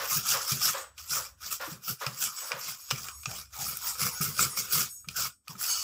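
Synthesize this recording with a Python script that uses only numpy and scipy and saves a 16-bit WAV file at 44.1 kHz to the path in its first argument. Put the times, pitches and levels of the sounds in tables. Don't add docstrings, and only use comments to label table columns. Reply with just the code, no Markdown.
import sys
import numpy as np
from scipy import signal
from scipy.fft import rfft, irfft, next_fast_len
from scipy.io import wavfile

SR = 44100
rng = np.random.default_rng(int(sys.argv[2]) if len(sys.argv) > 2 else 0)


def log_audio(samples):
    frames = np.atleast_2d(samples).T
    limited = np.clip(frames, -1, 1)
    pcm = np.round(limited * 32767).astype(np.int16)
    wavfile.write(sys.argv[1], SR, pcm)


N = 257103
TIME = np.arange(N) / SR


def from_db(db):
    return 10 ** (np.asarray(db) / 20)


def rms_one(x):
    return x / np.sqrt(np.mean(x ** 2) + 1e-20)


def noise():
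    return rng.standard_normal(N)


def level_curve(rows):
    seconds, db = np.transpose(rows)
    return from_db(np.interp(TIME, seconds, db))


def drift(rate):
    return rms_one(np.interp(TIME * rate, np.arange(N), noise()))


def colour(x, spectrum, size=8192):
    hz, db = np.transpose(spectrum)
    bin_hz = np.arange(size // 2 + 1) * SR / size
    gain = rms_one(from_db(np.interp(np.log(bin_hz + 1), np.log(hz), db)))
    cepstrum = irfft(np.log(gain))
    cepstrum[1:size // 2] *= 2
    cepstrum[size // 2 + 1:] = 0
    impulse = irfft(np.exp(rfft(cepstrum)))
    return signal.oaconvolve(x, impulse)[:N]


def resonate(x, hz, width_hz):
    radius = np.exp(-np.pi * width_hz / SR)
    zeros = np.array([1, 0, -1]) * (1 - radius ** 2) / 2
    poles = [1, -2 * radius * np.cos(2 * np.pi * hz / SR), radius ** 2]
    return signal.lfilter(zeros, poles, x + 1e-18)


def body(x, modes):
    power = sum(from_db(db) ** 2 * np.pi * width / SR for hz, width, db in modes)
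    ring = sum(from_db(db) * resonate(x, hz, width) for hz, width, db in modes)
    return ring / np.sqrt(power)


def blow(s, t60, rise_s):
    age = np.maximum(TIME - s, 0)
    return (1 - np.exp(-age / rise_s)) * from_db(np.maximum(-60 * age / t60, -200))


# frequency in Hz, relative density in dB.
AMBIENCE_SPECTRUM = [(25, -9), (70, 16.5), (130, 2.5), (250, 6), (600, -13.5), (1300, -21), (3000, -29.5),
                     (7000, -22.5), (15000, -45)]


def room_tone(level_db):
    return from_db(level_db) * colour(noise(), AMBIENCE_SPECTRUM)


# start in seconds, level in dB.
KNOCKS = [(-0.008, -29.5), (0.327, -28), (0.734, -30.5), (1.148, -35.5), (1.596, -31.5), (2.006, -31),
          (2.411, -40.5), (2.501, -32)]
# frequency in Hz, relative density in dB.
KNOCK_SPECTRUM = [(200, -58.5), (380, -12), (520, 6.5), (680, -1), (900, 3.5), (1150, 9.5), (1450, 2.5),
                  (1800, 2), (2200, -5), (3200, -5.5), (6000, -12), (12000, -48)]
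# frequency in Hz, width in Hz, relative level in dB.
KNOCK_MODES = [(547, 32, 1), (804, 99, -16.5), (1110, 210, -5.5), (1407, 69, -1)]


def far_knocks(tail_db, ring_db):
    level = 0
    for s, db in KNOCKS:
        burst = blow(s, t60=0.23, rise_s=0.026)
        tail = from_db(tail_db) * blow(s, t60=0.3, rise_s=0.052)
        level = level + from_db(db) * (burst + tail)
    ring = body(level * noise(), KNOCK_MODES)
    return colour(level * noise(), KNOCK_SPECTRUM) + from_db(ring_db) * ring


# start in seconds, level in dB, pitch in Hz.
BUMPS = [(0.159, -17, 153), (0.518, -13, 137), (0.555, -24, 149), (1.675, -24.5, 318), (1.718, -21, 157),
         (2.067, -18, 131), (2.539, -28, 155), (2.924, -15.5, 134), (3.271, -19, 138), (3.589, -25, 133),
         (4.04, -26, 167), (4.205, -10.5, 159), (4.28, -17.5, 149), (4.406, -18.5, 141),
         (4.755, -16.5, 143), (5.073, -25.5, 159), (5.494, -24.5, 153), (5.551, -29.5, 191)]
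# frequency in Hz, relative density in dB.
RUMBLE_SPECTRUM = [(25, -31.5), (55, -18), (90, -8), (130, 2), (170, -2.5), (215, -6.5), (290, -19),
                   (400, -13.5), (700, -28), (2000, -27)]
# time in seconds, level in dB.
SWAY_CURVE = [(0.0, -62), (0.7, -68), (1.2, -58.5), (1.7, -68), (1.9, -92), (2.74, -86), (3.0, -59),
              (4.2, -60), (4.8, -67.5), (5.24, -57), (5.42, -84), (5.7, -62)]
RUMBLE_LAG_S = 0.011


def chassis(shake, rattle_db, sway_hz, sway_width_hz):
    thuds = 0
    shake = np.interp(TIME - RUMBLE_LAG_S, TIME, shake)
    for s, db, hz in BUMPS:
        envelope = from_db(db) * blow(s, t60=0.059, rise_s=0.018)
        thuds = thuds + envelope * np.sin(2 * np.pi * hz * (TIME - s))
        rattle = from_db(db + rattle_db) * blow(s, t60=0.26, rise_s=0.0068)
        shake = np.hypot(shake, rattle)
    rumble = colour(shake * noise(), RUMBLE_SPECTRUM)
    sway = resonate(noise(), sway_hz, sway_width_hz)
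    sway = rms_one(resonate(sway, sway_hz, sway_width_hz))
    return thuds + rumble + level_curve(SWAY_CURVE) * sway


# frequency in Hz, width in Hz, relative level in dB.
BOARD_MODES = [(400, 40, -32), (539, 14, -5.5), (770, 120, -9), (1210, 79, 5.5), (1338, 103, 10),
               (1600, 37, -25), (1890, 170, -11), (2325, 59, 3.5)]
# start in seconds, level in dB.
TAPS = [(0.257, -30.5), (3.952, -34), (4.209, -27.5), (5.044, -46), (5.474, -40.5), (5.552, -41)]
TAP_HZ, TAP_T60_S = 1282, 0.05


def soft_taps(rustle_db):
    ring, hits = 0, 0
    for s, db in TAPS:
        hit = from_db(db) * blow(s, TAP_T60_S, rise_s=0.00105)
        ring = ring + hit * np.sin(2 * np.pi * TAP_HZ * (TIME - s))
        hits = hits + hit
    return ring + from_db(rustle_db) * body(hits * noise(), BOARD_MODES)


# start in seconds, level in dB, treble relative in dB,
# weight on the board relative in dB, 60 dB decay time in seconds.
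CLICKS = [(0.519, -35, 10, 3, 0.025), (0.979, -40, -13, -17, 0.085), (1.095, -38, -10, -15, .05),
          (1.512, -38.5, -2, -12, .04), (1.878, -43, -8, -1, 0.041), (2.065, -23, -16, -3.5, .022),
          (2.518, -26, -20, 5.5, 0.019), (2.905, -28.5, -12, -10, 0.034), (2.910, -19, -12.5, 1, 0.027),
          (3.085, -31.5, -5, 1, 0.018), (3.232, -44, -8, -2, 0.045), (3.257, -24.5, -26, -1, 0.022),
          (3.314, -35, -18, -1, 0.016), (3.771, -40.5, 18, 3, 0.01), (4.212, -38, 13, -3, 0.024),
          (4.392, -29.5, -8, 9, 0.019), (4.573, -33.5, 7, 5, .014), (4.724, -33, 11.5, -12, 0.025),
          (5.086, -26, -15, -11.5, .024), (5.481, -33, -2, -5.5, 0.012)]
# frequency in Hz, relative density in dB.
CLICK_SPECTRUM = [(300, -77), (900, -39), (1400, -48.5), (1900, -15.5), (2600, 12.5), (3300, 9),
                  (4000, 5.5), (5200, 12.5), (6500, 2.5), (9000, -2.5), (16000, -45.5)]
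# frequency in Hz, relative density in dB.
HISS_SPECTRUM = [(3000, -51), (7000, -8), (9500, -3), (11300, -0.5), (12700, 1.5), (14000, 0), (15300, 5),
                 (16000, -17.5)]
PART_LOW_HZ, PART_LOW_DB = 2442, -2
PART_HIGH_HZ, PART_HIGH_DB = 5330, -9


def head_clicks(shake_db):
    middle, treble, board, parts = np.zeros((4, N))
    for s, db, treble_db, weight_db, t60 in CLICKS:
        hit = from_db(db) * blow(s, t60, rise_s=0.00015)
        middle += hit
        treble += hit * from_db(treble_db)
        board += hit * from_db(weight_db + shake_db)
        turn = 2 * np.pi * (TIME - s)
        parts += hit * from_db(weight_db + PART_LOW_DB) * np.sin(PART_LOW_HZ * turn)
        parts += hit * from_db(PART_HIGH_DB) * np.sin(PART_HIGH_HZ * turn)
    chatter = rng.choice([-1, 1], N)
    click = colour(middle * chatter, CLICK_SPECTRUM) + colour(treble * chatter, HISS_SPECTRUM)
    return click + body(board * chatter, BOARD_MODES) + parts


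# time in seconds, level in dB.
SING_CURVE = [(5.64, -83), (5.675, -38), (5.705, -30), (5.73, -28.5), (5.755, -32.5), (5.79, -37.5),
              (5.83, -38)]
# frequency in Hz, relative level in dB.
SING_PARTIALS = [(2950, -8.5), (4441, 0), (4560, -2.5), (4974, -6.5), (5259, -10), (6481, 2.5), (6896, -15),
                 (7736, -8), (9044, -7.5), (15283, -9)]


def singing_edge(width_hz):
    tone = 0
    for hz, db in SING_PARTIALS:
        wander = np.cumsum(noise()) * np.sqrt(2 * np.pi * width_hz / SR)
        partial = np.sin(2 * np.pi * hz * TIME + wander)
        tone = tone + from_db(db + 2.1 * drift(70)) * partial
    return level_curve(SING_CURVE) * rms_one(tone) * (TIME > SING_CURVE[0][0])


# start in seconds, end in seconds, starting pitch in Hz,
# level in dB.
GLIDES = [(2.228, 2.383, 1400, -46), (3.042, 3.18, 1330, -50.5), (3.279, 3.376, 800, -51.5),
          (3.56, 3.683, 900, -48), (3.81, 3.956, 1040, -49.5), (4.093, 4.187, 1000, -52),
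          (5.144, 5.296, 1500, -41), (5.182, 5.21, 648, -48), (5.489, 5.559, 1095, -52),
          (5.697, 5.815, 940, -59)]
GLIDE_SAG = 0.2


def tuft_glides(width_hz):
    out = np.zeros(N)
    lowpass = signal.butter(2, width_hz / 2, fs=SR, output="sos")
    slow = signal.sosfilt(lowpass, rng.standard_normal((2, N)))
    for start, end, hz, db in GLIDES:
        near = (TIME > start) & (TIME < end)
        progress = (TIME[near] - start) / (end - start)
        phase = 2 * np.pi * np.cumsum(hz * (1 - GLIDE_SAG * progress)) / SR
        ring = rms_one(slow[0, near] * np.cos(phase) + slow[1, near] * np.sin(phase))
        out[near] += from_db(db) * np.sin(np.pi * progress ** 0.61) * ring
    return out


FADE_DB_PER_S = 295


def stroke(start, end, db, swell_db_per_s):
    before_db = swell_db_per_s * np.maximum(start - TIME, 0)
    after_db = FADE_DB_PER_S * np.maximum(TIME - end, 0)
    return from_db(db - np.minimum(before_db + after_db, 120))


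# start in seconds, end in seconds, scrape level in dB, swell in dB per second,
# fine hiss relative in dB, chassis rumble relative in dB.
STROKES = [(0.0, 0.066, -43.5, 400, 0.5, -18), (0.106, 0.175, -32, 384, -0.5, -17.5),
           (0.293, 0.333, -28, 294, -1.5, -19.5), (0.393, 0.456, -41.5, 399, -2.5, -31),
           (0.485, 0.525, -32, 378.5, -3, -36), (0.627, 0.697, -29.5, 319, -2, -22.5),
           (1.102, 1.173, -34, 803, 0, -17.5), (1.434, 1.485, -44.5, 702.5, -6, -15),
           (1.516, 1.53, -34.5, 1300, 2, -25), (1.881, 1.899, -34.5, 1100, 1.5, -7),
           (2.219, 2.259, -33.5, 449, 0.5, -19), (2.384, 2.446, -44.5, 295, -3.5, -38),
           (2.646, 2.711, -38.5, 300.5, -2.5, -19), (2.923, 3.045, -46, 598, -10, -11.5),
           (3.312, 3.376, -46.5, 503, -3, -9), (3.615, 3.721, -40, 280, 2.5, -12),
           (3.872, 3.892, -35.5, 398, 2, -23), (4.008, 4.065, -32, 599.5, 1, -9.5),
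           (4.214, 4.26, -36.5, 1801.5, 4, -14), (4.393, 4.438, -28.5, 597.5, 0.5, -8.5),
           (4.572, 4.597, -35, 1399, 2, -10), (4.732, 4.815, -29.5, 599, 1, -14),
           (5.164, 5.267, -33.5, 900, -2.5, -18.5), (5.623, 5.707, -36.5, 399, 2, -33),
           (5.703, 5.827, -40.5, 403, -2, -38)]
# start in seconds, end in seconds,
# greatest loss in dB.
LIFTS = [(0.815, 0.998, 35), (1.008, 1.078, 5), (1.259, 1.423, 33), (1.56, 1.617, 6.5), (1.727, 1.839, 22),
         (1.926, 2.008, 15), (2.081, 2.145, 4.5), (2.3, 2.366, 3.5), (2.495, 2.578, 7), (2.745, 2.892, 7.5),
         (3.098, 3.296, 14), (3.415, 3.54, 22), (4.865, 5.118, 29.5), (5.11, 5.167, 6), (5.265, 5.505, 44),
         (5.509, 5.592, 13)]
LIFT_DB_PER_S, LAND_DB_PER_S = 339, 600
DRAG_DB, DRAG_HISS_DB, DRAG_RUMBLE_DB = -46.5, -2, -37


def contact():
    drag = from_db(DRAG_DB + np.array([0, DRAG_HISS_DB, DRAG_RUMBLE_DB]))
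    power = np.outer(drag ** 2, np.ones(N))
    for start, end, db, swell, hiss_db, rumble_db in STROKES:
        shares = from_db([0, hiss_db, rumble_db])
        power += np.outer(shares, stroke(start, end, db, swell)) ** 2
    away_db = 0
    for start, end, loss_db in LIFTS:
        leaving_db = LIFT_DB_PER_S * (TIME - start)
        landing_db = LAND_DB_PER_S * (end - TIME)
        away_db = away_db + np.clip(np.minimum(leaving_db, landing_db), 0, loss_db)
    return np.sqrt(power) * from_db(-away_db)


FIRM_STROKE_DB = -35


def driven(scrape, db, follows):
    return from_db(db) * (scrape / from_db(FIRM_STROKE_DB)) ** follows


def bristles(speed, flicks_per_s, size_spread_db, tuft_db, tuft_rate, rub):
    chance = np.clip(flicks_per_s * speed / SR, 1e-3, 1)
    excess = np.minimum(rng.exponential(1, N), 4)
    sizes = rms_one(from_db(size_spread_db * excess)) * rng.choice([-1, 1], N)
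    flicks = sizes * (rng.random(N) < chance) / np.sqrt(chance)
    friction = flicks + rub * noise()
    return rms_one(friction * from_db(tuft_db * drift(tuft_rate)))


def patchy(x, depth_db, rate):
    size = next_fast_len(N)
    spectrum = rfft(x, size)
    hz = np.arange(size // 2 + 1) * SR / size
    centres = np.geomspace(400, 15000, 22)
    out = 0
    for pick in np.eye(len(centres)):
        band = irfft(spectrum * np.interp(hz, centres, pick), size)[:N]
        out = out + band * from_db(depth_db * drift(rate))
    return rms_one(out)


# frequency in Hz, relative density in dB.
SCRAPE_SPECTRUM = [(200, -37.5), (900, -41), (1500, -23), (2100, -40), (3000, -11), (4200, -10.5),
                   (4800, 1.5), (5600, 4), (6100, 0.5), (7600, -0.5), (9200, -24.5), (11500, -22.5),
                   (16000, -44)]
# frequency in Hz, relative density in dB.
RASP_SPECTRUM = [(500, -35.5), (1300, -3.5), (1950, -13.5), (2500, 1), (2900, 1.5), (3300, 4.5),
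                 (3800, -1.5), (4500, -14), (7000, -45.5)]


def direct_friction(force, scrape, hiss):
    rasp = driven(scrape, db=-43.5, follows=0.97)
    out = colour(force * scrape, SCRAPE_SPECTRUM)
    out = out + colour(force * rasp, RASP_SPECTRUM)
    return out + colour(force * hiss, HISS_SPECTRUM)


# frequency in Hz, width in Hz, relative level in dB.
CORNER_MODES = [(408, 70, -16), (515, 21, -3.5), (1340, 37, -1), (2160, 43, 0.5)]
CORNER_FROM_S, CORNER_UNTIL_S = 3.95, 4.84


def board_ring(force, scrape, flicker_db):
    drive = driven(scrape, db=-44.5, follows=0.86) * from_db(flicker_db * drift(90))
    in_corner = (TIME > CORNER_FROM_S) & (TIME < CORNER_UNTIL_S)
    corner_drive = driven(scrape, db=-46.5, follows=0.95) * in_corner
    ring = body(force * drive, BOARD_MODES) + body(force * corner_drive, CORNER_MODES)
    return np.interp(TIME + 0.0016 * drift(20), TIME, ring)


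# frequency in Hz, relative level in dB.
FINS = [(4720, -10.5), (5150, -36), (5475, 4.5), (5625, -32), (5830, -12), (5900, -19.5), (6543, 3),
        (6690, 12.5), (6870, -10), (7010, -28), (7330, -8), (7800, 11), (7900, 3), (8550, 9), (10750, 9),
        (11470, -23), (12060, -13.5), (12760, 4), (12980, 6), (14840, -5), (15295, -1.5)]
# start in seconds, end in seconds, level in dB.
FIN_SWEEPS = [(0.11, 0.18, -45), (0.73, 0.805, -50), (2.36, 2.45, -42), (2.8, 2.885, -48), (3.1, 3.26, -49),
              (3.61, 3.73, -45), (3.84, 3.88, -39), (4.125, 4.18, -41), (4.333, 4.36, -41.5),
              (4.49, 4.56, -41.5), (4.692, 4.71, -39.5), (4.895, 4.958, -44)]
FIN_T60_S, SWEEP_DB_PER_S = 0.3, 327.5


def fin_ring(force, scrape):
    drive = driven(scrape, db=-53, follows=0.8)
    for start, end, db in FIN_SWEEPS:
        drive = np.hypot(drive, stroke(start, end, db, SWEEP_DB_PER_S))
    width_hz = np.log(1000) / np.pi / FIN_T60_S
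    return body(force * drive, [(hz, width_hz, db) for hz, db in FINS])


def scrubbing(scrape, hiss, board_flicker_db):
    speed = rms_one(scrape + from_db(DRAG_DB)) ** 0.4
    force = bristles(speed, flicks_per_s=5600, size_spread_db=2.0, tuft_db=1.37, tuft_rate=300, rub=0.32)
    force = patchy(force, depth_db=2.8, rate=45)
    direct = direct_friction(force, scrape, hiss)
    return direct + board_ring(force, scrape, board_flicker_db) + fin_ring(force, scrape)


def workshop(x, wet_db, t60, size=16384):
    echoes = rng.standard_normal(size) * blow(0.003, t60, rise_s=0.0016)[:size]
    echoes = echoes / np.sqrt(np.sum(echoes ** 2))
    return x + from_db(wet_db) * signal.oaconvolve(x, echoes)[:N]


def scene():
    scrape, hiss, shake = contact()
    background = room_tone(level_db=-80.0) + far_knocks(tail_db=0.0, ring_db=-6.5)
    low = chassis(shake, rattle_db=-21.5, sway_hz=70, sway_width_hz=38)
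    hits = soft_taps(rustle_db=-6) + head_clicks(shake_db=-4)
    friction = singing_edge(width_hz=23.9) + tuft_glides(width_hz=200)
    friction = friction + scrubbing(scrape, hiss, board_flicker_db=2.0)
    bench = workshop(hits + friction, wet_db=-10.0, t60=0.11)
    return (background + low + bench)[None]


CUTOFF_HZ = 15650


def record(dry):
    steep = signal.ellip(12, 0.1, 80, CUTOFF_HZ, fs=SR, output="sos")
    return signal.sosfilt(steep, dry)


dry = scene()
out = record(dry)
log_audio(out)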